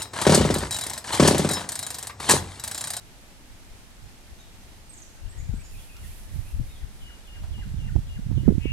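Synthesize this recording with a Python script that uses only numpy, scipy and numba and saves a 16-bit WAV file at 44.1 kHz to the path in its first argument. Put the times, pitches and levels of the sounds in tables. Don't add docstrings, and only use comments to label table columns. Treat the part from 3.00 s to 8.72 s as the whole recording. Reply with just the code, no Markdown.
import sys
import numpy as np
from scipy import signal
from scipy.fft import rfft, irfft
from scipy.io import wavfile
from scipy.ndimage import uniform_filter1d, minimum_filter1d, map_coordinates
from numba import njit

SR = 44100
rng = np.random.default_rng(int(sys.argv[2]) if len(sys.argv) > 2 else 0)


def generate_wav(signal):
    frames = np.transpose(np.atleast_2d(signal))
    scaled = np.clip(frames, -1, 1) * 32767
    pcm = np.round(scaled).astype(np.int16)
    wavfile.write(sys.argv[1], SR, pcm)


N = 252252
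T = np.arange(N) / SR

# time in seconds, left and right level in dB.
BREEZE = [(0, -51, -49.5), (1.2, -49.5, -48), (1.7, -46, -47.5), (2.15, -49.5, -48.5), (2.9, -44, -44),
          (3.25, -39, -39.5), (3.75, -41, -39.5), (4.22, -48, -44.5), (4.6, -34.5, -30), (5.15, -32, -33.5),
          (5.72, -48, -23.5)]
# peak time and width in seconds, left and right level in dB.
GUSTS = [(.53, 0.064, -46, -45), (0.712, 0.054, -42, -46), (1.042, .04, -48, -38.5),
         (1.33, 0.019, -37.5, -43), (2.262, 0.061, -35, -44), (2.413, 0.056, -30, -40.5),
         (2.536, 0.072, -26.5, -34), (2.757, 0.054, -36.5, -34.5), (3.066, .06, -36, -35.5),
         (3.384, 0.068, -49, -27.5), (3.599, 0.074, -29, -32), (3.838, 0.033, -32, -42),
         (4.04, .045, -37.5, -40), (4.444, 0.09, -35, -34), (4.816, 0.11, -52, -25),
         (4.958, 0.035, -38, -19), (5.35, 0.087, -33.5, -20), (5.499, 0.058, -28, -15.5),
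         (5.71, 0.037, -30.5, -28)]
# frequency in Hz, relative level in dB.
AIR_COLOUR = [(59, -40), (100, 0), (134, -7), (214, -4.5), (253, -7.5), (287, -7), (438, -13), (808, -14),
              (879, -12.5), (998, -17), (2000, -16), (3460, -18), (8410, -22), (12600, -25.5), (15500, -39)]
# frequency in Hz, left minus right in dB.
AIR_PAN = [(60, -4), (110, 1), (200, 0), (380, 0.0), (700, 5), (1290, 3.5), (2380, -2), (4400, 0),
           (8120, -3), (15000, -0.5)]
NOTE_SHAPES = { "tick": [(0, 1.1, 1), (.3, 1.05, -2), (.7, .96, -0.5), (1, 0.895, -4)],
               "flick": [(0, .99, -3), (.27, 1.09, 0), (.52, 1, 0), (.8, .895, -0.5), (1, 0.9, -5)],
               "pip": [(0, 0.96, -4), (.25, 1, 0), (1, .99, -2)], "arch": [(0, .84, -10), (.3, .945, -5),
               (.65, 1, -1), (1, 1.005, -5)], "rise": [(0, .88, -6), (.4, .97, -0.5), (1, 1.12, -4)],
               "slur": [(0, .97, -6), (.25, 1.015, -1), (.5, .98, -2), (.62, .935, -6), (.82, .885, -3),
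               (1, 0.85, -6)], "whistle": [(0, 1.11, -6), (.1, 1.045, 0.5), (.2, 1.005, -1), (.55, 1, -1),
               (.8, 1, -3.5), (1, .998, -4)], "drop": [(0, 1.33, -7), (.35, 1.1, -3), (.72, .92, -1),
               (1, 0.764, -6.5)], "warble": [(0, 1.06, -4), (.35, .93, -2), (.65, 1.03, -3.5),
               (1, 1.13, -0.5)], }
# start and length in seconds, pitch in Hz, level in dB, contour.
THIN_NOTES = [(1.372, 0.055, 6350, -65, "pip"), (1.6, .03, 6200, -63, "pip"),
              (1.892, 0.021, 8440, -51.5, "pip"), (2.287, 0.043, 8260, -54, "arch"),
              (2.539, 0.044, 8290, -54, "arch"), (2.598, .032, 8150, -60, "pip")]
# start and length in seconds, pitch in Hz, level in dB.
CHIPS = [(2.374, 0.031, 6930, -50), (2.634, 0.031, 7050, -49), (2.635, .035, 5280, -55)]
# start and length in seconds, pitch in Hz, level in dB, waver as a share of the pitch.
SLURS = [(1.383, .1, 3740, -57, .012), (3.683, .115, 3735, -55.5, 0.014)]
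# start and length in seconds, pitch in Hz, level in dB, contour.
WARBLER_NOTES = [(2.325, 0.033, 1950, -56.5, "pip"), (2.388, 0.035, 2220, -56, "rise"),
                 (2.585, .042, 2424, -56.5, "rise"), (2.734, 0.074, 2560, -57, "warble"),
                 (2.786, 0.024, 3240, -53, "tick"), (2.884, 0.092, 2600, -55.5, "warble"),
                 (2.915, .085, 1340, -63, "rise"), (3.033, 0.0244, 1950, -53.5, "tick"),
                 (3.035, 0.041, 3290, -60, "tick"), (3.099, 0.036, 2400, -57, "rise"),
                 (3.32, .03, 1830, -58.5, "rise"), (3.43, .066, 2550, -59.5, "warble")]
# peak time in seconds, port (0 left, 1 right), level in dB, pitch in Hz, width in seconds.
EDDIES = [(2.258, 0, -21.5, 34.2, 0.018), (2.403, 0, -19.5, 61.5, 0.0044), (2.495, 0, -14, 106, 0.0058),
          (2.537, 0, -19, 45, 0.0063), (2.54, 0, -19.5, 183, 0.0042), (3.361, 1, -22.5, 121, 0.0061),
          (3.391, 1, -19, 77, 0.011), (3.549, 0, -15, 51, 0.008), (3.595, 0, -14, 38, 0.0063),
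          (3.599, 0, -22, 225, 0.003), (3.612, 0, -17, 114, 0.0063), (3.837, 0, -22.5, 45.3, 0.0093),
          (4.445, 1, -18.5, 45.1, 0.0066), (4.518, 1, -21, 69.4, 0.013), (4.744, 1, -14, 120, 0.0042),
          (4.958, 1, -18, 285, 0.0033), (4.963, 1, -5, 70, 0.0077), (4.964, 1, -24, 694, 0.00095),
          (4.992, 1, -16.5, 92, 0.011), (5.194, 1, -22.5, 191, 0.0054), (5.267, 1, -20.5, 151, 0.0048),
          (5.315, 1, -20, 275, 0.0032), (5.331, 1, -23, 130, 0.0038), (5.376, 1, -9.5, 111, 0.0078),
          (5.38, 1, -22.5, 296, 0.0035), (5.435, 1, -27, 288, 0.0041), (5.455, 1, -15, 120, 0.0038),
          (5.48, 1, 1.5, 256, .0015), (5.488, 1, 1.5, 196, 0.005), (5.489, 1, -25, 500, .005),
          (5.508, 1, -18, 390, 0.0055), (5.523, 1, -12.5, 300, 0.002), (5.553, 1, -27, 314, 0.0066),
          (5.582, 1, -6, 151, 0.0024), (5.657, 1, -6, 265, 0.0013), (5.664, 1, -14, 80, 0.0067)]
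# peak time and width in seconds, hiss level in dB.
SWAYS = [(2.755, 0.05, -56.5), (2.85, 0.069, -59.5), (3.055, 0.042, -54), (3.15, 0.051, -54.5),
         (3.358, 0.03, -55.5), (3.487, 0.032, -55.5), (3.685, 0.066, -60), (3.98, .05, -63.5)]
# frequency in Hz, relative level in dB.
LEAF_COLOUR = [(1500, -8.5), (4000, -7.5), (7000, -6), (10500, 0), (13000, -4), (15500, -15)]
# start in seconds, level in dB, pitch in Hz, decay time in seconds.
TWIG_TAPS = [(2.967, -46, 4800, .003), (4.27, -59, 9000, .012), (4.432, -49.5, 730, 0.03),
             (4.432, -57, 4770, 0.023), (4.58, -56.5, 740, 0.046), (5.306, -54.5, 770, 0.04)]
# start in seconds, level in dB.
DROPS = [(3.81, -61.5), (4.079, -54.5), (4.347, -55), (4.61, -53.5), (4.873, -53.5), (5.152, -57),
         (5.443, -55)]
# start and length in seconds, pitch in Hz, level in dB.
WHISTLES = [(4.003, 0.17, 2920, -59), (4.266, 0.15, 2830, -58.5), (4.53, .125, 2868, -58),
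            (4.792, 0.11, 2775, -59), (5.084, 0.1, 2830, -58.5), (5.368, 0.068, 2916, -58)]
# time in seconds, pitch in Hz, level in dB.
SQUAWK_BUZZ = [(5.585, 276.7, -72), (5.61, 279, -55.5), (5.635, 280, -48), (5.67, 286.2, -44),
               (5.72, 287, -44)]
# centre in Hz, half bandwidth of a filter stage in Hz, gain in dB.
SQUAWK_THROAT = [(1950, 120, -4), (2300, 100, 0), (2680, 200, 7)]
# time in seconds, pitch in Hz, level in dB.
SQUAWK_TONE = [(5.64, 2690, -74), (5.67, 2725, -48), (5.72, 2780, -43)]


def undb(db):
    return 10 ** (np.asarray(db) / 20)


def unit(x):
    return x / np.sqrt(np.mean(x ** 2))


def pan(db):
    return undb(np.array([[.5], [-.5]]) * db)


def place(x, pan_db):
    lag = 2 * int(np.clip(round(pan_db), -3, 3))
    return np.array([np.roll(x, max(-lag, 0)), np.roll(x, max(lag, 0))]) * pan(pan_db)


def curves(table, at=T):
    times, *columns = np.transpose(table)
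    return [np.interp(at, times, column) for column in columns]


def at_hz(table, hz):
    f, value = np.transpose(table)
    return np.interp(np.log(np.maximum(hz, 1)), np.log(f), value)


def equalise(x, gain):
    hz = np.arange(N + 1) * SR / (2 * N)
    return irfft(rfft(x, 2 * N) * gain(hz))[..., :N]


def walk(rate):
    hold = max(int(SR / rate), 1)
    steps = np.repeat(rng.standard_normal(N // hold + 1), hold)
    return unit(uniform_filter1d(uniform_filter1d(steps, hold), hold)[:N])


def swell(peak_s, width_s, fall=1):
    age = (T - peak_s) / width_s
    return 1 / np.cosh(np.clip(np.where(age < 0, age, age / fall), -20, 20))


def resonance(x, hz, width):
    return signal.lfilter(*signal.iirpeak(hz, hz / width, fs=SR), x)


@njit
def lowpass(x, hz, damping):
    low, band_state, low_state = np.empty(len(x)), 0., 0.
    for i in range(len(x)):
        g = np.tan(np.pi * hz[i] / SR)
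        band = (band_state + g * (x[i] - low_state)) / (1 + g * (g + damping))
        low[i] = low_state + g * band
        band_state, low_state = 2 * band - band_state, 2 * low[i] - low_state
    return low


def airflow():
    power = undb(curves(BREEZE)) ** 2
    for peak_s, width_s, left_db, right_db in GUSTS:
        gust = undb([[left_db], [right_db]]) * swell(peak_s, width_s) ** 2
        power += gust ** 2
    return 10 * np.log10(power)


def turbulence(level_db, knee_hz=55, port_hz=12, edge_db=-38):
    octaves = (level_db + 30) / 25 + .25 * walk(45)
    top_hz = np.clip(140 * 2 ** octaves, 25, 900)
    bottom_hz = np.minimum(30 * 2 ** ((level_db + 38) / 10), top_hz)
    cascade = equalise(rng.standard_normal(N), lambda f: f / np.hypot(f, port_hz) / np.hypot(f, knee_hz))
    cascade -= lowpass(cascade, bottom_hz, damping=2.26)
    broad = lowpass(cascade, top_hz, np.sqrt(2))
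    rumble = lowpass(broad, top_hz, np.sqrt(2)) + undb(edge_db) * broad
    running_rms = np.sqrt(uniform_filter1d(rumble ** 2, size=3500))
    return rumble / running_rms * undb(level_db - 1)


def open_air(level_db=-52, alike_hz=600):
    def colour(f):
        return undb(at_hz(AIR_COLOUR, f)) / np.hypot(f, alike_hz)
    common = equalise(rng.standard_normal(N), lambda f: colour(f) * alike_hz)
    apart = equalise(rng.standard_normal((2, N)), lambda f: colour(f) * f)
    hiss = unit(equalise(common + apart, lambda f: pan(at_hz(AIR_PAN, f))))
    drift_db = .2 * walk(4) + .3 * walk(18)
    return hiss * undb(level_db + drift_db)


def garden_scatter(x, low_t60=.6, treble_t60=.65, delay_s=.0043, level_db=-2.5):
    age = T[:SR]
    echoes = rng.standard_normal((2, SR)) * (age > delay_s)
    low = signal.sosfiltfilt(signal.butter(2, 5000, fs=SR, output="sos"), echoes)
    tail = low * undb(-60 * age / low_t60) + (echoes - low) * undb(-60 * age / treble_t60)
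    tail *= undb(level_db) / np.sqrt(np.sum(tail ** 2, axis=1, keepdims=True))
    wet = signal.fftconvolve(x, tail, axes=1)[:, :N]
    return np.array([map_coordinates(side, [np.arange(N) + 1.3 * walk(500)], order=3, mode="nearest")
                     for side in wet])


def sing(notes, pan_db, direct_db, waver, flutter_db=2):
    song = np.zeros(N)
    wobble = 1 + waver * walk(400)
    flutter = undb(flutter_db * walk(90))
    for start, length, hz, db, contour in notes:
        span = np.flatnonzero((T >= start) & (T < start + length))
        ratio, contour_db = curves(NOTE_SHAPES[contour], (T[span] - start) / length)
        tone = np.sqrt(2) * np.sin(2 * np.pi * np.cumsum(hz * ratio * wobble[span]) / SR)
        envelope = signal.windows.tukey(len(span), .2) * undb(db + contour_db)
        song[span] += tone * flutter[span] * envelope
    placed = place(song, pan_db)
    return undb(direct_db) * placed + garden_scatter(placed)


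def tiny_bird(trill_start_s=1.931, gap_s=.0435, tick_s=.015, tick_hz=7400, step=.93, tick_db=-45.5):
    trill = [(trill_start_s + k * gap_s, tick_s, tick_hz * step ** k, tick_db, "flick") for k in range(3)]
    chips = [(*row, "pip") for row in CHIPS]
    return (sing(THIN_NOTES, pan_db=-8, direct_db=-1.5, waver=.0055)
            + sing(trill, pan_db=-4, direct_db=-3.5, waver=.018, flutter_db=1)
            + sing(chips, pan_db=-4, direct_db=-6.5, waver=.04))


def far_birds():
    slurs = sum(sing([(*note, "slur")], pan_db=1, direct_db=-3, waver=waver) for *note, waver in SLURS)
    return slurs + sing(WARBLER_NOTES, pan_db=2.5, direct_db=-2.5, waver=.02)


def chatter(count=12, db=-60.5):
    # start and length in seconds, pitch in Hz.
    syllables = rng.uniform(low=(1.5, .0337, 1400), high=(3.7, .0776, 2886), size=(count, 3))
    notes = [(*row, db, "warble") for row in syllables]
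    return sing(notes, pan_db=0, direct_db=-4.5, waver=.0327)


def eddies(fine_hz=230):
    thumps = np.zeros((2, N))
    noise = rng.standard_normal(N)
    for peak_s, port, db, hz, width_s in EDDIES:
        span = np.flatnonzero(abs(T - peak_s) < 10 * width_s)
        age = T[span] - peak_s
        band = signal.butter(2, [(hz + fine_hz) / 2, hz + fine_hz], "bandpass", fs=SR, output="sos")
        swirls = unit(signal.sosfilt(band, noise[span]))
        swirl_db = -26.5 + 5.5 * np.log2(hz / 100)
        swing = np.cos(2 * np.pi * hz * age) + undb(swirl_db) * swirls
        thumps[int(port), span] += undb(db) * swing / np.cosh(1.69 * age / width_s)
    return thumps


def leaves(flutter_db=1, pan_db=-7):
    power = sum((undb(db) * swell(peak_s, width_s, fall=2.1)) ** 2 for peak_s, width_s, db in SWAYS)
    contacts = rng.standard_normal((2, N)) * np.exp(.3 * rng.standard_normal((2, N)))
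    hiss = unit(equalise(contacts, lambda f: undb(at_hz(LEAF_COLOUR, f))))
    return hiss * np.sqrt(power) * undb(flutter_db * walk(40)) * pan(pan_db)


def twigs():
    taps = np.zeros(N)
    for start, db, hz, decay_s in TWIG_TAPS:
        scrape = unit(resonance(rng.standard_normal(N), hz, hz / 2))
        taps += scrape * undb(db) * (T >= start) * np.exp(-abs(T - start) / decay_s)
    return taps


def two_note_caller(onset_s=.035, onset_ratio=1.17, drop_s=.035, drop_hz=1698):
    whistles = [(*row, "whistle") for row in WHISTLES]
    onsets = [(start - onset_s / 2, onset_s, hz * onset_ratio, db - 1.5, "tick")
              for start, _, hz, db in WHISTLES]
    drops = [(start, drop_s, drop_hz, db, "drop") for start, db in DROPS]
    return (sing(whistles, pan_db=3, direct_db=5.5, waver=.0057, flutter_db=1.5)
            + sing(onsets, pan_db=2, direct_db=-2, waver=.05)
            + sing(drops, pan_db=3, direct_db=2, waver=.035, flutter_db=1))


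def squawk(jitter=.01, rasp=.62, pan_db=5):
    def throat(x):
        return unit(sum(undb(db) * resonance(resonance(x, hz, 2 * half), hz, 2 * half)
                        for hz, half, db in SQUAWK_THROAT))
    def rough_phase(hz):
        return 2 * np.pi * np.cumsum(hz * (1 + jitter * walk(500)[span])) / SR
    span = np.flatnonzero(T > SQUAWK_BUZZ[0][0])
    buzz_hz, buzz_db = curves(SQUAWK_BUZZ, T[span])
    tone_hz, tone_db = curves(SQUAWK_TONE, T[span])
    phase = rough_phase(buzz_hz)
    buzz = throat(sum(np.sin(harmonic * phase) for harmonic in range(5, 14)))
    breath = rasp * throat(rng.standard_normal(N)[span])
    tone = np.sqrt(2) * np.sin(rough_phase(tone_hz))
    call = np.zeros((2, N))
    call[:, span] = place((buzz + breath) * undb(buzz_db) + tone * undb(tone_db), pan_db)
    return call


def scene():
    rumble = np.array([turbulence(db) for db in airflow()])
    near_bird = squawk()
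    birds = two_note_caller() + tiny_bird() + far_birds() + chatter()
    birds += near_bird + garden_scatter(near_bird)
    return rumble + eddies() + open_air() + leaves() + twigs() + birds


def record(dry, ceiling=.99, top_hz=15700):
    needed_gain = 1 / np.maximum(abs(dry) / ceiling, 1)
    held_gain = minimum_filter1d(needed_gain, size=601)
    gain = uniform_filter1d(uniform_filter1d(held_gain, size=301), size=301)
    return signal.sosfilt(signal.ellip(8, .1, 60, top_hz, fs=SR, output="sos"), dry * gain)


dry = scene()
out = record(dry)
generate_wav(out)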